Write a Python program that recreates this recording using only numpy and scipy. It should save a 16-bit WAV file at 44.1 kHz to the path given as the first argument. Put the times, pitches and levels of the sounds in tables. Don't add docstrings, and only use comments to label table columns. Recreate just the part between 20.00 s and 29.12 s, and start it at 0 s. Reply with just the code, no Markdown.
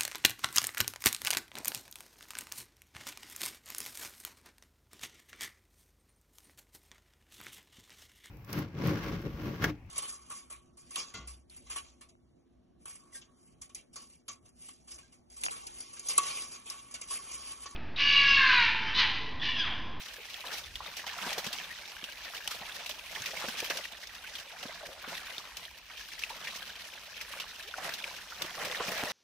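import sys
import numpy as np
from scipy import signal
from scipy.io import wavfile
from scipy.ndimage import uniform_filter1d

SR = 44100
rng = np.random.default_rng(int(sys.argv[2]) if len(sys.argv) > 2 else 0)


def transcribe(signal):
    frames = np.atleast_2d(signal).T
    limited = np.clip(frames, -1, 1)
    pcm = np.round(limited * 32767).astype(np.int16)
    wavfile.write(sys.argv[1], SR, pcm)


N = 402191
TIME = np.arange(N) / SR
SIDES = np.array([[1], [-1]])
BALANCE_DB = -0.97


def from_db(db):
    return 10 ** (np.asarray(db) / 20)


def rms(x):
    return np.sqrt(np.mean(np.square(x)))


def rms_one(x):
    return x / rms(x)


def in_time(rows):
    s, *columns = np.transpose(rows)
    return [np.interp(TIME, s, c) for c in columns]


def at_hz(points, hz):
    table_hz, values = np.transpose(points)
    return np.interp(np.log(hz), np.log(table_hz), values)


def add(out, s, sound):
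    at = int(np.clip(round(s * SR), 0, N - 1))
    out[:, at:at + sound.shape[-1]] += sound[..., :N - at]


def drift(per_s):
    count = int(per_s * N / SR)
    values = rng.standard_normal(count)
    return rms_one(np.interp(TIME, np.linspace(0, N / SR, count), values))


def spread(pair, hz):
    # f/Hz, likeness (1 = identical, 0 = unrelated)
    likeness = [(200, 0.93), (1000, 0.8), (4000, 0.2), (7000, 0.35)]
    mid, side = pair
    alike = np.clip(at_hz(likeness, hz), 0, 1)
    stereo = np.sqrt(1 + alike) * mid + np.sqrt(1 - alike) * side * SIDES
    return stereo * from_db(SIDES * BALANCE_DB / 2)


def coloured(drive, spectrum, patchy_db):
    out = 0
    edges = np.geomspace(20, 17000, 21)
    white = rng.standard_normal((2, 2, N)) * drive + 1e-18
    for k, (low, high) in enumerate(zip(edges, edges[1:])):
        hz = np.sqrt(low * high)
        flicker_db = patchy_db * drift(per_s=28)
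        if spectrum[0][0] / 2 < hz < spectrum[-1][0] * 2:
            band_filter = signal.butter(2, [low, high], "band", fs=SR, output="sos")
            band = signal.sosfilt(band_filter, white[k % 2])
            out = out + from_db(at_hz(spectrum, hz) + flicker_db) * spread(band, hz)
    return rms_one(out) * rms(drive)


def hiss_around(hz, width_hz, envelope):
    b, a = signal.iirpeak(hz, hz / width_hz, fs=SR)
    noise = rng.standard_normal((2, len(envelope)))
    for _ in range(2):
        noise = signal.lfilter(b, a, noise)
    return spread(rms_one(envelope * noise), hz) * rms(envelope)


def spatter(per_s, t60, size_db):
    born = rng.random(N) < per_s / SR
    sizes_db = size_db * np.minimum(rng.exponential(1, N), 3.5)
    power = born * from_db(sizes_db) ** 2
    kept = from_db(-60 / (t60 * SR)) ** 2
    return rms_one(np.sqrt(signal.lfilter([1], [1, -kept], power + 1e-18)))


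def bubble(hz, cycles, rise):
    age = np.arange(int(cycles / hz * SR) + 2) * hz / (cycles * SR)
    swell = 1 - np.exp(-2 * age * cycles)
    fade = np.exp(-np.log(1000) * age)
    return swell * fade * np.sin(2 * np.pi * cycles * (age + rise * age ** 2 / 2))


def bubbles(count, low_hz, high_hz, cycles, rise, size_db, width):
    out = np.zeros((2, N))
    for when, pitch, size, life, place in rng.random((count, 5)):
        hz = low_hz * (high_hz / low_hz) ** pitch
        gain = from_db(size_db * min(-np.log(size), 3)) * np.sqrt(hz)
        pan = 1 + width * (2 * place - 1) * SIDES
        add(out, when * N / SR, gain * pan * bubble(hz, cycles * (.5 + life), rise))
    return rms_one(out)


def commotion():
    # t/s, level/dB
    wet_mesh = [(0, -45), (1.9, -52.5), (4.95, -53.5), (5.65, -49), (5.8, -58.5), (5.92, -47), (9.12, -51)]
    # crest t/s, build-up/s, settling/s, slosh level/dB, spray level/dB
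    bouts = [(0.53, 0.2, 0.14, -44, -41.5), (0.84, 0.035, 0.51, -50, -44.5), (1.265, 0.32, 0.42, -40, -39),
             (1.6, 0.29, 1.0, -51.5, -42), (2.36, 0.58, 0.26, -53.5, -45.5), (2.74, 1, 1, -50.5, -43.5),
             (3.13, 0.055, 1, -48.5, -43.5), (3.42, 0.42, 0.84, -48, -37.5), (3.73, 0.047, 0.19, -44, -41),
             (4.38, 0.74, 0.22, -55.5, -47), (4.64, 0.34, 0.78, -48.5, -46.5),
             (5.095, 0.062, 0.28, -43, -40), (5.38, 1, 0.81, -51, -47), (6.43, 0.36, 1, -49.5, -49),
             (7.35, 0.5, 0.51, -50, -46.5), (7.845, 0.11, 0.18, -39, -40), (8.08, 0.17, 0.34, -48.5, -42.5),
             (8.425, 0.034, 0.028, -37, -62), (8.63, 0.27, 0.21, -40, -41.5), (8.96, 0.87, 1, -40.5, -37)]
    lapping_db = -16
    surge_range_db = 20
    trickle_db, = in_time(wet_mesh)
    sprays, sloshes = [trickle_db], [trickle_db + lapping_db]
    for s, build_s, settle_s, slosh_db, spray_db in bouts:
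        below_db = surge_range_db * np.maximum((s - TIME) / build_s, (TIME - s) / settle_s)
        sprays.append(spray_db - below_db)
        sloshes.append(slosh_db - below_db)
    per_db = np.log(10) / 10
    return [np.logaddexp.reduce(per_db * np.array(levels)) / per_db for levels in (sprays, sloshes)]


def spray(level_db):
    # f/Hz, relative level/dB
    spray_colour = [(300, -16), (1200, -11.5), (2000, -7.5), (2900, -0.5), (4000, -6.5), (4900, -9),
                    (5800, -1.5), (7500, -20.5), (13000, -14), (16000, -24.5)]
    drips_db, drip_limit_db = -8.2, -40.5
    flap_power = np.square(spatter(per_s=42, t60=.05, size_db=2.2))
    flaps = np.sqrt(uniform_filter1d(flap_power, size=520) + 1.2)
    droplets = np.sqrt(np.square(spatter(per_s=600, t60=.003, size_db=2.0)) + 1.6)
    patter = coloured(rms_one(flaps * droplets), spray_colour, patchy_db=1.8)
    plinks = bubbles(count=1300, low_hz=1500, high_hz=4000, cycles=42, rise=.04, size_db=2.8, width=.8)
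    drips = from_db(np.minimum(level_db, drip_limit_db) + drips_db) * flaps * plinks
    return from_db(level_db - 1.0) * patter + drips


def slosh(level_db):
    # f/Hz, relative level/dB
    slosh_colour = [(80, -45), (170, 3), (320, -13), (480, 0), (1300, 6), (2000, 3.5), (4000, -11)]
    stirred = from_db(level_db - level_db.max())
    bubbly = .55 * np.exp(-1.4 * stirred)
    wash = coloured(spatter(per_s=300, t60=.05, size_db=1.5), slosh_colour, patchy_db=2.2)
    singles = bubbles(count=1100, low_hz=520, high_hz=2000, cycles=24, rise=.12, size_db=2.6, width=.45)
    churn = bubbles(count=1800, low_hz=149, high_hz=510, cycles=3.4, rise=0.52, size_db=2.0, width=0.15)
    water = np.sqrt(1 - bubbly) * wash + np.sqrt(bubbly) * singles
    return from_db(level_db) * (water + from_db(-14.5) * stirred * churn)


def air(puff_s=0.75, puff_width_s=0.16, puff_db=11.5):
    # f/Hz, relative level/dB
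    air_colour = [(25, -9), (50, 8), (110, -6.5), (400, -19.5)]
    calm_db = -67
    puff = np.exp(-((TIME - puff_s) / puff_width_s) ** 2)
    return from_db(calm_db + puff_db * puff) * coloured(np.ones(N), air_colour, patchy_db=1.5)


def plops(scatter=0.085, lag_s=0.022, froth_s=.004):
    # t/s, strength/dB (before the swell and fade of the ring), starting f/Hz
    large_bubbles = [(0.183, -43, 485), (0.44, -35, 1000), (0.804, -33, 1010), (1.04, -37.5, 925),
                     (1.066, -38, 770), (1.185, -29.5, 1260), (1.272, -30, 930), (1.316, -33, 780),
                     (2.336, -33.5, 1280), (2.544, -39, 670), (2.616, -35.5, 820), (2.803, -43, 696),
                     (3.17, -36.5, 1030), (3.334, -35, 640), (3.421, -31.5, 1000), (3.701, -30, 550),
                     (3.706, -23.5, 1580), (3.787, -37, 680), (4.831, -40, 634), (4.888, -37.5, 560),
                     (5.041, -31.5, 1410), (5.121, -36, 696), (5.902, -38, 1480), (6.303, -33.5, 890),
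                     (7.337, -33.5, 1240), (7.782, -30.5, 746), (8.321, -34, 1350), (8.669, -34.5, 485),
                     (8.804, -26.5, 1020), (8.916, -35, 487)]
    out = np.zeros((2, N))
    age = np.arange(SR // 8) / (SR * froth_s)
    froth = age * np.exp(1 - age)
    for s, peak_db, hz in large_bubbles:
        add(out, s, from_db(peak_db) * bubble(hz, cycles=24, rise=0.11))
        add(out, s, from_db(peak_db - 13) * hiss_around(hz, hz, froth))
        for late, size, place in rng.random((3, 3)):
            pan = 1 + (place - .5) * SIDES
            shed_hz = hz * np.exp(2 * scatter * (2 * size - 1))
            shed = bubble(shed_hz, cycles=13, rise=0.07)
            add(out, s + lag_s * late, from_db(peak_db - 4) * pan * shed)
    return out


def slaps(attack_share=0.01865, ring_cycles=22, tail_db=-23, tail_t60=0.62):
    # t/s, trapped air level/dB, trapped air f/Hz, smack level/dB, time to fall 60 dB/s
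    tail_slaps = [(0.3424, -20, 3250, -35, 0.016), (0.526, -48, 1380, -32.5, 0.24),
                  (0.581, -32, 3200, -35.5, 0.082), (0.7554, -21, 3100, -35.5, 0.039),
                  (0.966, -30, 3000, -30.5, 0.12), (1.092, -24.5, 2670, -53, 0.061),
                  (1.328, -33, 2440, -27.5, 0.04), (1.379, -30, 1610, -27.5, 0.091),
                  (1.441, -26, 2380, -35, 0.11), (1.465, -24, 3130, -32, 0.06),
                  (1.528, -22, 3220, -27, 0.057), (2.0395, -23, 2900, -32, 0.051),
                  (2.4756, -20, 2920, -20, 0.019), (2.5083, -26, 1290, -30.5, 0.1),
                  (2.86, -27, 2280, -30.5, .05), (2.8923, -32, 2940, -28, 0.063),
                  (3.2195, -25, 6000, -33, .035), (3.258, -18.5, 2520, -29, 0.058),
                  (3.484, -26, 1540, -32, 0.068), (3.601, -28, 4300, -24, 0.032),
                  (3.643, -27, 2180, -30.5, 0.047), (3.699, -21, 2840, -27, 0.066),
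                  (3.77, -26, 2920, -28.5, 0.058), (4.071, -32, 5600, -36, .03),
                  (4.352, -24, 3460, -34.5, 0.075), (4.397, -31, 3180, -37, 0.06),
                  (4.705, -33, 2070, -54, 0.044), (5.381, -21, 3650, -32, 0.017),
                  (5.5685, -29, 5740, -29.5, 0.044), (5.651, -28.5, 3160, -60, .05),
                  (5.97, -31, 3000, -43, 0.13), (6.191, -38, 3240, -32, 0.04),
                  (6.2362, -15, 2580, -33, 0.031), (6.294, -33, 2450, -37, .08),
                  (6.471, -21.5, 2180, -38, 0.066), (6.559, -33, 5600, -34, 0.066),
                  (7.211, -26, 2320, -32.5, 0.078), (7.399, -23, 2880, -30.5, 0.071),
                  (7.624, -31, 3400, -40.5, 0.11), (7.739, -21.5, 1420, -48, 0.045),
                  (7.891, -20.5, 1800, -31, 0.038), (7.937, -22.5, 3900, -29, 0.053),
                  (8.041, -18.5, 2370, -38, 0.029), (8.4203, -17, 3700, -20.5, 0.021),
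                  (8.648, -27, 2400, -29, 0.078), (8.746, -21, 1880, -40, 0.074)]
    # f/Hz, relative level/dB
    smack_colour = [(150, 0), (1500, 10), (3000, 17.5), (5800, 16.5), (7500, 5), (13000, 4.5), (16000, 7.5)]
    t = np.arange(SR // 4) / SR

    def decay(t60):
        return from_db(-60 * t / max(t60, .004))

    drive, pops = np.zeros((2, N)), np.zeros((2, N))
    for s, peak_db, hz, smack_db, t60 in tail_slaps:
        attack_s = attack_share * t60
        blow = (1 - np.exp(-t / attack_s)) * decay(t60)
        shower = from_db(tail_db) * decay(tail_t60)
        add(drive, s, from_db(smack_db) * (blow + shower))
        add(pops, s, from_db(peak_db - 14.0) * hiss_around(hz, hz * 0.36, blow))
        add(pops, s + attack_s, from_db(peak_db - 3.5) * bubble(hz, ring_cycles, rise=0))
    smacks = coloured(drive, smack_colour, patchy_db=1.5)
    return from_db(-3.43) * smacks + pops


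def thumps(cycles=8.7, churn_s=0.00523):
    # t/s, strength/dB (before the trims below), starting f/Hz
    deep_strokes = [(1.265, -41, 223), (1.381, -31.5, 390), (1.469, -35.5, 200), (2.03, -48, 185),
                    (2.609, -46.5, 168), (3.201, -43, 118), (3.444, -30.5, 388), (3.484, -39, 206),
                    (3.628, -35.5, 394), (4.655, -40, 236), (5.078, -42, 240), (8.445, -35.5, 340),
                    (8.803, -29.5, 407), (8.884, -35, 168), (9.034, -32, 285)]
    out = np.zeros((2, N))
    age = np.arange(SR // 8) / (SR * churn_s)
    churn = age * np.exp(1 - age)
    for s, peak_db, hz in deep_strokes:
        add(out, s, from_db(peak_db + 4) * bubble(hz, cycles, rise=0.44))
        add(out, s - churn_s, from_db(peak_db - 9) * hiss_around(hz * 1.6, hz * 3, churn))
        add(out, s, from_db(peak_db - 8.0) * bubble(hz=165, cycles=cycles / 2, rise=0))
    return out


def gurgles(fade_s=0.047):
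    # start t/s, end t/s, full level/dB
    streams = [(3.685, 3.835, -55), (4.78, 5.01, -56.5), (7.74, 7.856, -52), (8.552, 9.147, -49.5)]
    stream = bubbles(count=1400, low_hz=450, high_hz=760, cycles=18, rise=.12, size_db=1.4, width=.6)
    gain = np.zeros(N)
    for start, end, db in streams:
        to_edge_s = np.minimum(TIME - start, end - TIME)
        gain += from_db(db) * np.clip(to_edge_s / fade_s, 0, 1)
    return stream * gain


def cracks(pulse_s=.0005):
    # t/s, peak level/dB
    flat_blows = [(5.384, -31.5), (6.5607, -37), (7.8935, -33), (8.6492, -27), (9.0372, -15.5)]
    out = np.zeros((2, N))
    age = TIME[TIME < .008] / pulse_s
    for s, peak_db in flat_blows:
        add(out, s, from_db(peak_db) * (1 - age) * np.exp(-age))
    return out


def gulp():
    # t/s, f/Hz, peak level/dB
    sweep = [(7.645, 350, -64), (7.685, 450, -51.5), (7.725, 1040, -63)]
    hz, level_db = in_time(sweep)
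    sounding = (TIME > sweep[0][0]) & (TIME < sweep[-1][0])
    return sounding * from_db(level_db) * np.sin(2 * np.pi * np.cumsum(hz) / SR)


def scene():
    spray_db, slosh_db = commotion()
    water = spray(spray_db) + slosh(slosh_db)
    fish = plops() + slaps() + thumps() + gurgles() + cracks() + gulp()
    return water + air() + fish


def record(dry):
    return signal.sosfilt(signal.ellip(10, .1, 80, 15500, fs=SR, output="sos"), dry)


dry = scene()
out = record(dry)
transcribe(out)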